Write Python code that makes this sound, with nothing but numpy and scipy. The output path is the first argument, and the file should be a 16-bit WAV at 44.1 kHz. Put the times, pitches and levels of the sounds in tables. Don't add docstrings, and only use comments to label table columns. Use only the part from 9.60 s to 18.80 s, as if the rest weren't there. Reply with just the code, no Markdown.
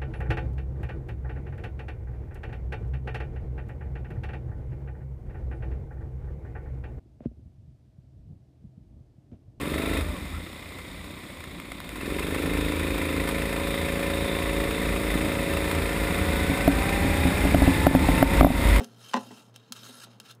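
import sys
import numpy as np
from scipy import signal
from scipy.fft import rfft, irfft, next_fast_len
from scipy.io import wavfile
from scipy.ndimage import map_coordinates

SR = 44100
rng = np.random.default_rng(int(sys.argv[2]) if len(sys.argv) > 2 else 0)


def to_wav(s):
    ch = np.atleast_2d(s).T
    pcm = np.round(np.clip(ch, -1, 1) * 32767)
    wavfile.write(sys.argv[1], SR, pcm.astype(np.int16))


N = 405719
TIME = np.arange(N) / SR

# f/Hz, level/dB
CLATTER_SPECTRUM = [(150, -66), (400, -6), (700, -1.5), (830, -9), (950, 0.5), (1500, -2.5), (2720, -7.5),
                    (2950, -9), (4300, -13), (5400, -16.5), (6100, -30), (6700, -17.5), (10500, -17),
                    (12000, -17), (14000, -18)]
# f/Hz, width/Hz, lift/dB
BLOCK_MODES = [(995, 77, 3.4), (1790, 55, 8.9), (2100, 130, 9.3), (2425, 250, 5.1), (3590, 560, 3.4)]
CASE_MODES = [(8340, 470, 8.5), (9780, 720, 9.5), (14200, 360, 11)]


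def from_db(db):
    return 10 ** (np.asarray(db) / 20)


def unit_rms(x):
    return x / np.sqrt(np.mean(x ** 2) + 1e-20)


def curve(rows, x=TIME):
    return np.interp(x, *np.transpose(rows))


def bell(t_s, half_s):
    return np.exp(-((TIME - t_s) / half_s) ** 2)


def drift(rate_hz):
    knots = rng.standard_normal(int(N / SR * rate_hz) + 4)
    return unit_rms(map_coordinates(knots, [TIME * rate_hz], order=2, mode="nearest"))


def colour(x, spectrum, resonances=()):
    size = next_fast_len(N + SR // 4)
    hz = np.maximum(np.fft.rfftfreq(size, 1 / SR), 1)
    points_hz, levels_db = np.transpose(spectrum)
    db = np.interp(np.log(hz), np.log(points_hz), levels_db)
    for centre_hz, width_hz, lift_db in resonances:
        db += lift_db * np.exp(-2 * ((hz - centre_hz) / width_hz) ** 2)
    rolloff = 1 / (1 + (points_hz[0] / 2 / hz) ** 2) / (1 + (hz / 2 / points_hz[-1]) ** 2)
    return unit_rms(irfft(rfft(x, size) * from_db(db) * rolloff, size)[:N])


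def butter(x, hz, kind):
    return signal.sosfilt(signal.butter(2, hz, kind, fs=SR, output="sos"), x)


def narrow_noise(hz, width_hz):
    return unit_rms(butter(rng.standard_normal(N), [hz - width_hz / 2, hz + width_hz / 2], "band"))


def clicks(times_s, gains):
    return np.bincount(np.clip(np.asarray(times_s) * SR, 0, N - 1).astype(int), gains, N) + 1e-18


def fade(x, decay_s):
    return signal.lfilter([1], [1, -np.exp(-1 / (decay_s * SR))], x)


def ring(x, hz, t60_s):
    r, w = from_db(-60 / (t60_s * SR)), 2 * np.pi * hz / SR
    return signal.lfilter([0, np.sin(w)], [1, -2 * r * np.cos(w), r * r], x)


def rev_gain(firing_hz, load, db, doubling_db, shut_db):
    return from_db(db + doubling_db * np.log2(firing_hz / 28) + shut_db * (1 - load))


def speed_gain(mesh_hz, db, doubling_db):
    return from_db(db + doubling_db * np.log2(mesh_hz / 784))


def motion():
    # t/s, f/Hz
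    free_revs = [(0, 21.36), (.19, 25.65), (.38, 27.01), (.523, 25.27), (.877, 15.5), (1.62, 15.55),
                 (1.88, 13.5), (2.29, 16.85), (2.522, 23.48), (2.745, 26.22), (3.2, 27.2), (3.48, 27.01),
                 (3.94, 27.9)]
    # t/s, f/Hz
    road_speed = [(0, 400), (.4, 420), (2.3, 330), (3.5, 450), (4.7, 528), (5.3, 592), (6.6, 722),
                  (7.6, 818), (8.4, 885), (9.2, 942)]
    # pressed/s, lifted/s
    pedal = [(-1, .39), (2.23, 10)]
    teeth_per_firing, grip_hz = 28, .65
    open_s, shut_s, overrun_s = .24, .06, .33
    mesh_hz = curve(road_speed)
    locked_hz = mesh_hz / teeth_per_firing
    firing_hz = grip_hz * np.logaddexp(curve(free_revs) / grip_hz, locked_hz / grip_hz)
    load = sum(np.interp(TIME, [down, down + open_s, up, up + shut_s], [0, 1, 1, 0])
               for down, up in pedal)
    slip = load * (1 - locked_hz / firing_hz)
    lift_s = pedal[0][1]
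    overrun = np.interp(TIME, [lift_s, lift_s + overrun_s], [.5, 0])
    gas_flow = np.maximum(load, overrun)
    return firing_hz, mesh_hz, load, slip, gas_flow


def exhaust(cycles, firing_hz, load, uneven_db=.36, idle_uneven_db=2.5, waver_db=2):
    puffs = [(0.252, 0.46), (0.409, 0.21), (0.715, 0.82), (0.9, 0.39)]
    # ratio (unused), low-rev level/dB, high-rev level/dB
    harmonics = [(1, -5, -4), (2.01, 9, 9.5), (3.006, 4.5, 0.5), (3.94, -23, -25), (5, -5, 1),
                 (6.05, 6, 6.5), (7.04, 1, 3.5), (8.05, -2, -1), (9, -1.5, 2), (10, 3, -12), (10.92, 3, 4),
                 (12, -1, -9), (13.07, 5, -1), (14.06, 1, 4.5), (15, -1, -4), (16.16, 3.5, 4),
                 (17.1, 2.5, 4), (18.02, 0, -9), (18.95, 1.5, 0), (20.06, 1.5, 4), (21, -9.5, -9),
                 (22.03, -2.5, -3), (22.95, -4, -3), (24.1, -5, -3), (24.9, -4.5, 3), (26.14, -20, -2),
                 (27.1, -5, -11), (28, -17, -10), (29, -17, -14), (30, -19, -14), (31, -14, -9),
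                 (31.9, -4, 2), (33, -11, 2.5)]
    # f/Hz, level/dB
    silencer = [(30, -22), (58, -9.5), (85, 6.5), (115, -5), (180, -1.5), (230, 0.5), (295, 5), (345, -1.5),
                (420, 0.5), (490, -5), (555, 3.5), (610, -6.5), (700, -10.5), (800, -11.5)]
    boom_hz, shut_db_per_octave = 80, -2.5
    place, strength = np.transpose(puffs)
    high_revs = np.interp(firing_hz, [27.2, 27.8], [0, 1])
    note = np.zeros(N)
    for k, (_, low_db, high_db) in enumerate(harmonics, 1):
        phase = np.angle(strength @ np.exp(-2j * np.pi * k * place))
        db = low_db + (high_db - low_db) * high_revs + curve(silencer, k * firing_hz)
        db += shut_db_per_octave * (1 - load) * np.log2(np.maximum(k * firing_hz / boom_hz, 1))
        waver = np.interp(TIME, np.linspace(0, TIME[-1], 60), rng.standard_normal(60))
        note -= from_db(db + waver_db * waver) * np.cos(2 * np.pi * k * cycles + phase)
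    burn = np.interp(cycles, np.arange(300), rng.standard_normal(300))
    return unit_rms(note) * from_db(burn * (uneven_db + idle_uneven_db * (1 - load)))


def clatter(cycles, slip, uneven_db=1.4, jitter_s=3e-5, rise_s=.0015, repeat_db=-1.5, steady_db=-6.5):
    # place/cycle, level/dB, decay/s, change at full slip/dB
    knocks = [(.22, 3.5, 0.0073, -2), (.45, 1, 0.0074, -8.5), (.72, 0.5, 0.0079, -11),
              (.97, 0.5, 0.0066, -19)]
    count = np.arange(int(cycles[-1]))
    repeating, power = np.zeros(N), np.zeros(N)
    tail_s = TIME[:SR // 16]
    for place, db, decay_s, slip_db in knocks:
        timing, force = rng.standard_normal((300, 2))[count].T
        times_s = np.interp(count + place, cycles, TIME) + jitter_s * timing
        hits = clicks(times_s, from_db(db + slip_db * np.interp(times_s, TIME, slip) + uneven_db * force))
        burst = (1 - np.exp(-tail_s / rise_s)) * np.exp(-tail_s / decay_s)
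        repeating += signal.oaconvolve(hits, rng.standard_normal(len(tail_s)) * burst)[:N]
        power += signal.oaconvolve(hits ** 2, burst ** 2)[:N]
    rattle = np.sqrt(np.abs(power) + from_db(steady_db) ** 2) * rng.standard_normal(N)
    return colour(rattle + from_db(repeat_db) * repeating, CLATTER_SPECTRUM, BLOCK_MODES + CASE_MODES)


def combustion(cycles, load, place=.165, level_db=-9.5, uneven_db=1, jitter_s=1e-4, idle_db=-9):
    # f/Hz, level/dB, t60/s
    modes = [(1755, 5.5, 0.044), (1972, 10, 0.049), (2220, 10, 0.01), (2228, 5, 0.062), (2660, 6.5, 0.053),
             (3600, -16, 0.016)]
    count = np.arange(int(cycles[-1]))
    timing, force = rng.standard_normal((300, 2))[count].T
    times_s = np.interp(count + place, cycles, TIME) + jitter_s * timing
    force_db = level_db + uneven_db * force + idle_db * (1 - np.interp(times_s, TIME, load))
    out = np.zeros(N)
    for k, (hz, db, t60_s) in enumerate(modes):
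        scatter_db = 3 * rng.standard_normal(300)[count]
        out += (-1) ** k * ring(clicks(times_s, from_db(force_db + db + scatter_db)), hz, t60_s)
    return out


def rocker_taps(cycles, width_cycles=.079):
    # place/cycle, level/dB
    taps = [(0.28, -1), (0.51, -2), (0.723, -1), (.01, -3)]
    envelope = np.zeros(N)
    for place, db in taps:
        distance = np.sin(np.pi * (cycles - place)) / (2 * np.pi * width_cycles)
        envelope += from_db(db + drift(25)) * np.exp(-2 * distance ** 2)
    return envelope


def rocker_cover(tapping, level_db=-12.5, waver_db=2.5, between_taps=.3):
    ringing = unit_rms((between_taps + tapping) * narrow_noise(hz=3665, width_hz=310))
    return ringing * from_db(level_db + waver_db * drift(5.5))


def valve_gear(cycles, level_db=-45.5, swing_db=3.5, place=.25):
    # f/Hz, level/dB
    spectrum = [(200, 6), (330, 5.5), (450, 1.5), (560, 4.5), (800, -18), (1050, -0.5), (1600, -14),
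                (2250, -1.5), (3000, -13), (3650, -1), (4400, -16), (6000, -52)]
    swell = from_db(swing_db * np.cos(4 * np.pi * (cycles - place)))
    return from_db(level_db) * colour(swell * rng.standard_normal(N), spectrum)


def chain(cycles, mesh_hz, wobble_hz=2, flutter_db=.5, throb=.51, spin_db=3.5):
    # t/s, added mesh rate/Hz
    wheelspin = [(0, 140), (.08, 190), (.17, 232), (.28, 268), (.38, 240), (.45, 178), (.53, 185),
                 (.58, 110), (.64, 0)]
    # mesh rate/Hz, level/dB
    fundamental = [(330, -75), (560, -44.5), (600, -46), (660, -42), (690, -48), (740, -44), (790, -34),
                   (835, -39.5), (905, -32), (950, -42)]
    octave = [(330, -75), (500, -59), (535, -39.5), (565, -49.5), (600, -53), (690, -47), (765, -39.5),
              (800, -45), (840, -43), (875, -36), (915, -54)]
    spin_hz = curve(wheelspin)
    whine_hz = mesh_hz + spin_hz
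    phase = 2 * np.pi * np.cumsum(whine_hz + wobble_hz * drift(45)) / SR
    whine = sum(from_db(curve(levels, whine_hz) - flutter_db * drift(25)) * np.sin(k * phase)
                for k, levels in enumerate((fundamental, octave), 1))
    surge = 1 + throb * np.cos(2 * np.pi * cycles)
    return whine * surge * from_db(spin_db * (spin_hz / spin_hz.max()) ** 2)


def drive_ring(tapping, waver_db=.5):
    # t/s, half length/s, lift/dB
    swells = [(3.374, 0.25, 5.5), (4.65, 0.45, 1), (7.35, 0.65, 5.5)]
    swell_db = sum(db * bell(t_s, half_s) for t_s, half_s, db in swells)
    ringing = unit_rms(tapping * narrow_noise(hz=2403, width_hz=214))
    return ringing * from_db(swell_db + waver_db * drift(8))


def sprocket(cycles, swing_db=2, place=.33):
    snatch = from_db(swing_db * np.cos(2 * np.pi * (cycles - place)))
    return snatch * narrow_noise(hz=2036, width_hz=220)


def spray(grain_db=2):
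    # f/Hz, level/dB
    spectrum = [(500, 8.5), (3500, 6), (5300, 6), (6100, -9), (6800, 5), (11000, -4), (15000, -1)]
    return colour(rng.standard_normal(N) * from_db(grain_db * drift(900)), spectrum, CASE_MODES)


def chassis(firing_hz, mesh_hz, load, lumpy_db=2.5):
    # f/Hz, level/dB
    frame_spectrum = [(15, -26), (28, -29), (40, -22), (52, 2), (64, -17.5), (100, -24), (200, -28),
                      (600, -36)]
    mount_spectrum = [(50, 0), (98, -6), (124, 3), (150, 0), (186, 6), (225, -5), (275, 3.5), (340, -2.5),
                      (480, -33), (650, -15), (900, -12), (2000, -41)]
    # t/s, half length/s, rumble/dB, boom/dB, shudder/dB
    swells = [(.1, .12, -6, 6, 2), (.42, 0.13, 1, 11, 5), (0.727, .14, 2, 8.5, 1.5),
              (2.15, 0.23, -2, -10, 1.5), (2.85, .2, 6, -0.5, 8), (3.7, 0.56, 3, 3, 1.5),
              (5.15, 0.29, 9.5, -9, .5), (5.617, 0.25, 3, -6, 5), (6.606, 0.061, 3, 8, 2),
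              (7.5, 0.49, 2.5, 0.5, -2), (9.125, 0.16, 0.5, -4, -9.5)]
    rumble = colour(rng.standard_normal(N), frame_spectrum)
    boom = narrow_noise(hz=78.7, width_hz=14.7)
    shudder = colour(rng.standard_normal(N) * from_db(lumpy_db * drift(70)), mount_spectrum)
    rumble *= np.hypot(rev_gain(firing_hz, load, db=-38.5, doubling_db=13.5, shut_db=0),
                       speed_gain(mesh_hz, db=-30, doubling_db=35))
    boom *= np.hypot(rev_gain(firing_hz, load, db=-42, doubling_db=11.5, shut_db=1.5),
                     speed_gain(mesh_hz, db=-32, doubling_db=27))
    shudder *= np.hypot(rev_gain(firing_hz, load, db=-42, doubling_db=3, shut_db=-1),
                        speed_gain(mesh_hz, db=-31, doubling_db=30.5))
    rumble_db, boom_db, shudder_db = sum(np.outer(lifts_db, bell(t_s, half_s))
                                         for t_s, half_s, *lifts_db in swells)
    return from_db(rumble_db) * rumble + from_db(boom_db) * boom + from_db(shudder_db) * shudder


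def squeaks():
    # t/s, half length/s, level/dB
    events = [(.765, .025, -45), (.87, .012, -53)]
    envelope = sum(from_db(db) * bell(t_s, half_s) for t_s, half_s, db in events)
    return envelope * narrow_noise(hz=1310, width_hz=130)


def ticks(gain_db=2.5):
    # t/s, level/dB, decay/s
    events = [(1.185, -41.5, .008), (1.804, -40.5, .006), (1.84, -37, .004), (2.0, -35, 0.0022),
              (2.1183, -33, 0.0032), (2.2027, -30, 0.0019), (2.292, -30, 0.0014), (2.358, -37, 0.009),
              (2.594, -27.5, .005), (3.01, -29, 0.0015), (3.689, -28, 0.0099), (5.109, -26.5, 0.0011),
              (6.113, -22, 0.00098)]
    envelope = sum(fade(clicks([t_s], [from_db(db)]), decay_s) for t_s, db, decay_s in events)
    bursts = envelope * rng.standard_normal(N)
    return from_db(gain_db) * bursts.std() * colour(bursts, CLATTER_SPECTRUM, BLOCK_MODES + CASE_MODES)


def mount_mode(hz, db, t60_s, spread):
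    tail_s = TIME[:SR // 4]
    detuned_hz = hz * (1 + spread * rng.standard_normal())
    return from_db(db - 60 * tail_s / t60_s) * np.sin(2 * np.pi * detuned_hz * tail_s)


def bumps(mount_gain_db=1.5, crack_gain_db=-5.5, buzz_gain_db=-12.5, vary_db=2, spread=.042):
    # t/s, clack/dB, crack/dB, thud/dB, thud t60/s
    events = [(6.579, -28, -45, -34, .1), (6.898, -24, -40, -18, 0.22), (7.078, -5, -12, -7.5, 0.15),
              (7.446, -34, -45, -16, 0.14), (7.654, -24, -40, -17, 0.2), (7.852, -21, -32, -17.5, 0.19),
              (7.946, -9, -9, -9, 0.16), (8.02, -13, -17, -12.5, 0.1), (8.077, -15, -23, -10, 0.16),
              (8.2679, -1.5, -8.5, -4, .1), (8.312, -22, -36, -14, .05), (8.3499, -5, -11, -5.5, 0.15),
              (8.488, -15, -22, -12.5, .087), (8.627, -2.5, -2.5, -5, 0.09), (8.81, -3, 1.5, -3.5, 0.12),
              (8.83, -7, -24, -5, 0.094), (8.8469, 0.5, -2, -1, 0.14), (8.868, -6.5, -22, -7, 0.086),
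              (8.904, -10, -17, -10, 0.11)]
    # f/Hz, level/dB, share of t60
    thud_modes = [(122, -11, 0.67), (174, -6, 0.75), (270.5, 0, 0.97)]
    # f/Hz, level/dB, t60/s, sign of first swing
    clack_modes = [(567, -3, 0.02, 1), (737, -1, 0.019, -1), (930, -19, 0.01, -1)]
    # f/Hz, level/dB
    crack_spectrum = [(700, -5), (1150, 2), (1500, -21), (2000, -5), (2800, -36), (4000, -32), (8000, -49)]
    touch_lead_s, touch_db = .0017, -8.5
    mount = np.zeros(N + SR)
    for t_s, clack_db, _, thud_db, thud_t60_s in events:
        strikes_db = clack_db + vary_db * rng.standard_normal(len(clack_modes))
        thud = sum(mount_mode(hz, thud_db + db, thud_t60_s * share, spread / 2)
                   for hz, db, share in thud_modes)
        clack = sum(sign * mount_mode(hz, strike_db + db, t60_s, spread)
                    for (hz, db, t60_s, sign), strike_db in zip(clack_modes, strikes_db))
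        hit, touch = int(t_s * SR), int((t_s - touch_lead_s) * SR)
        mount[hit:hit + len(clack)] += thud + clack
        mount[touch:touch + len(clack)] += from_db(touch_db) * clack
    times_s, clacks_db, cracks_db = np.transpose(events)[:3]
    crack = fade(clicks(times_s, from_db(cracks_db)), decay_s=.0015) * rng.standard_normal(N)
    buzz = fade(clicks(times_s, from_db(clacks_db)), decay_s=.0073) * rng.standard_normal(N)
    return (from_db(mount_gain_db) * butter(mount[:N], 2400, "low")
            + from_db(crack_gain_db) * crack.std() * colour(crack, crack_spectrum)
            + from_db(buzz_gain_db) * butter(buzz, [11000, 13000], "band"))


def scene():
    firing_hz, mesh_hz, load, slip, gas_flow = motion()
    cycles = np.cumsum(firing_hz) / SR
    note = exhaust(cycles, firing_hz, load)
    block = clatter(cycles, slip) + combustion(cycles, load)
    tapping = rocker_taps(cycles)
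    rattle = block + rocker_cover(tapping)
    engine = (rev_gain(firing_hz, gas_flow, db=-29.5, doubling_db=6.5, shut_db=-14) * note
              + rev_gain(firing_hz, load, db=-34, doubling_db=8, shut_db=-9) * rattle
              + valve_gear(cycles))
    drive = (chain(cycles, mesh_hz)
             + rev_gain(firing_hz, load, db=-45, doubling_db=10, shut_db=-6) * drive_ring(tapping)
             + speed_gain(mesh_hz, db=-40, doubling_db=12) * sprocket(cycles))
    water = speed_gain(mesh_hz, db=-44, doubling_db=8) * spray()
    return (engine + drive + water + ticks() + bumps() + squeaks()
            + chassis(firing_hz, mesh_hz, load))[None]


def limiter(x, threshold_db=-1, attack_s=.0018, release_db_per_s=54):
    over_db = np.maximum(20 * np.log10(np.abs(x) + 1e-9) - threshold_db, 0)
    release_db = release_db_per_s * TIME
    held_db = np.maximum.accumulate(over_db + release_db, axis=-1) - release_db
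    pole = np.exp(-1 / (attack_s * SR))
    return x * from_db(-signal.lfilter([1 - pole], [1, -pole], held_db))


def record(dry):
    cutoff_hz = 15300
    clipped = np.clip(limiter(dry), -.7, .7)
    return signal.sosfilt(signal.ellip(10, .2, 80, cutoff_hz, fs=SR, output="sos"), clipped)


dry = scene()
out = record(dry)
to_wav(out)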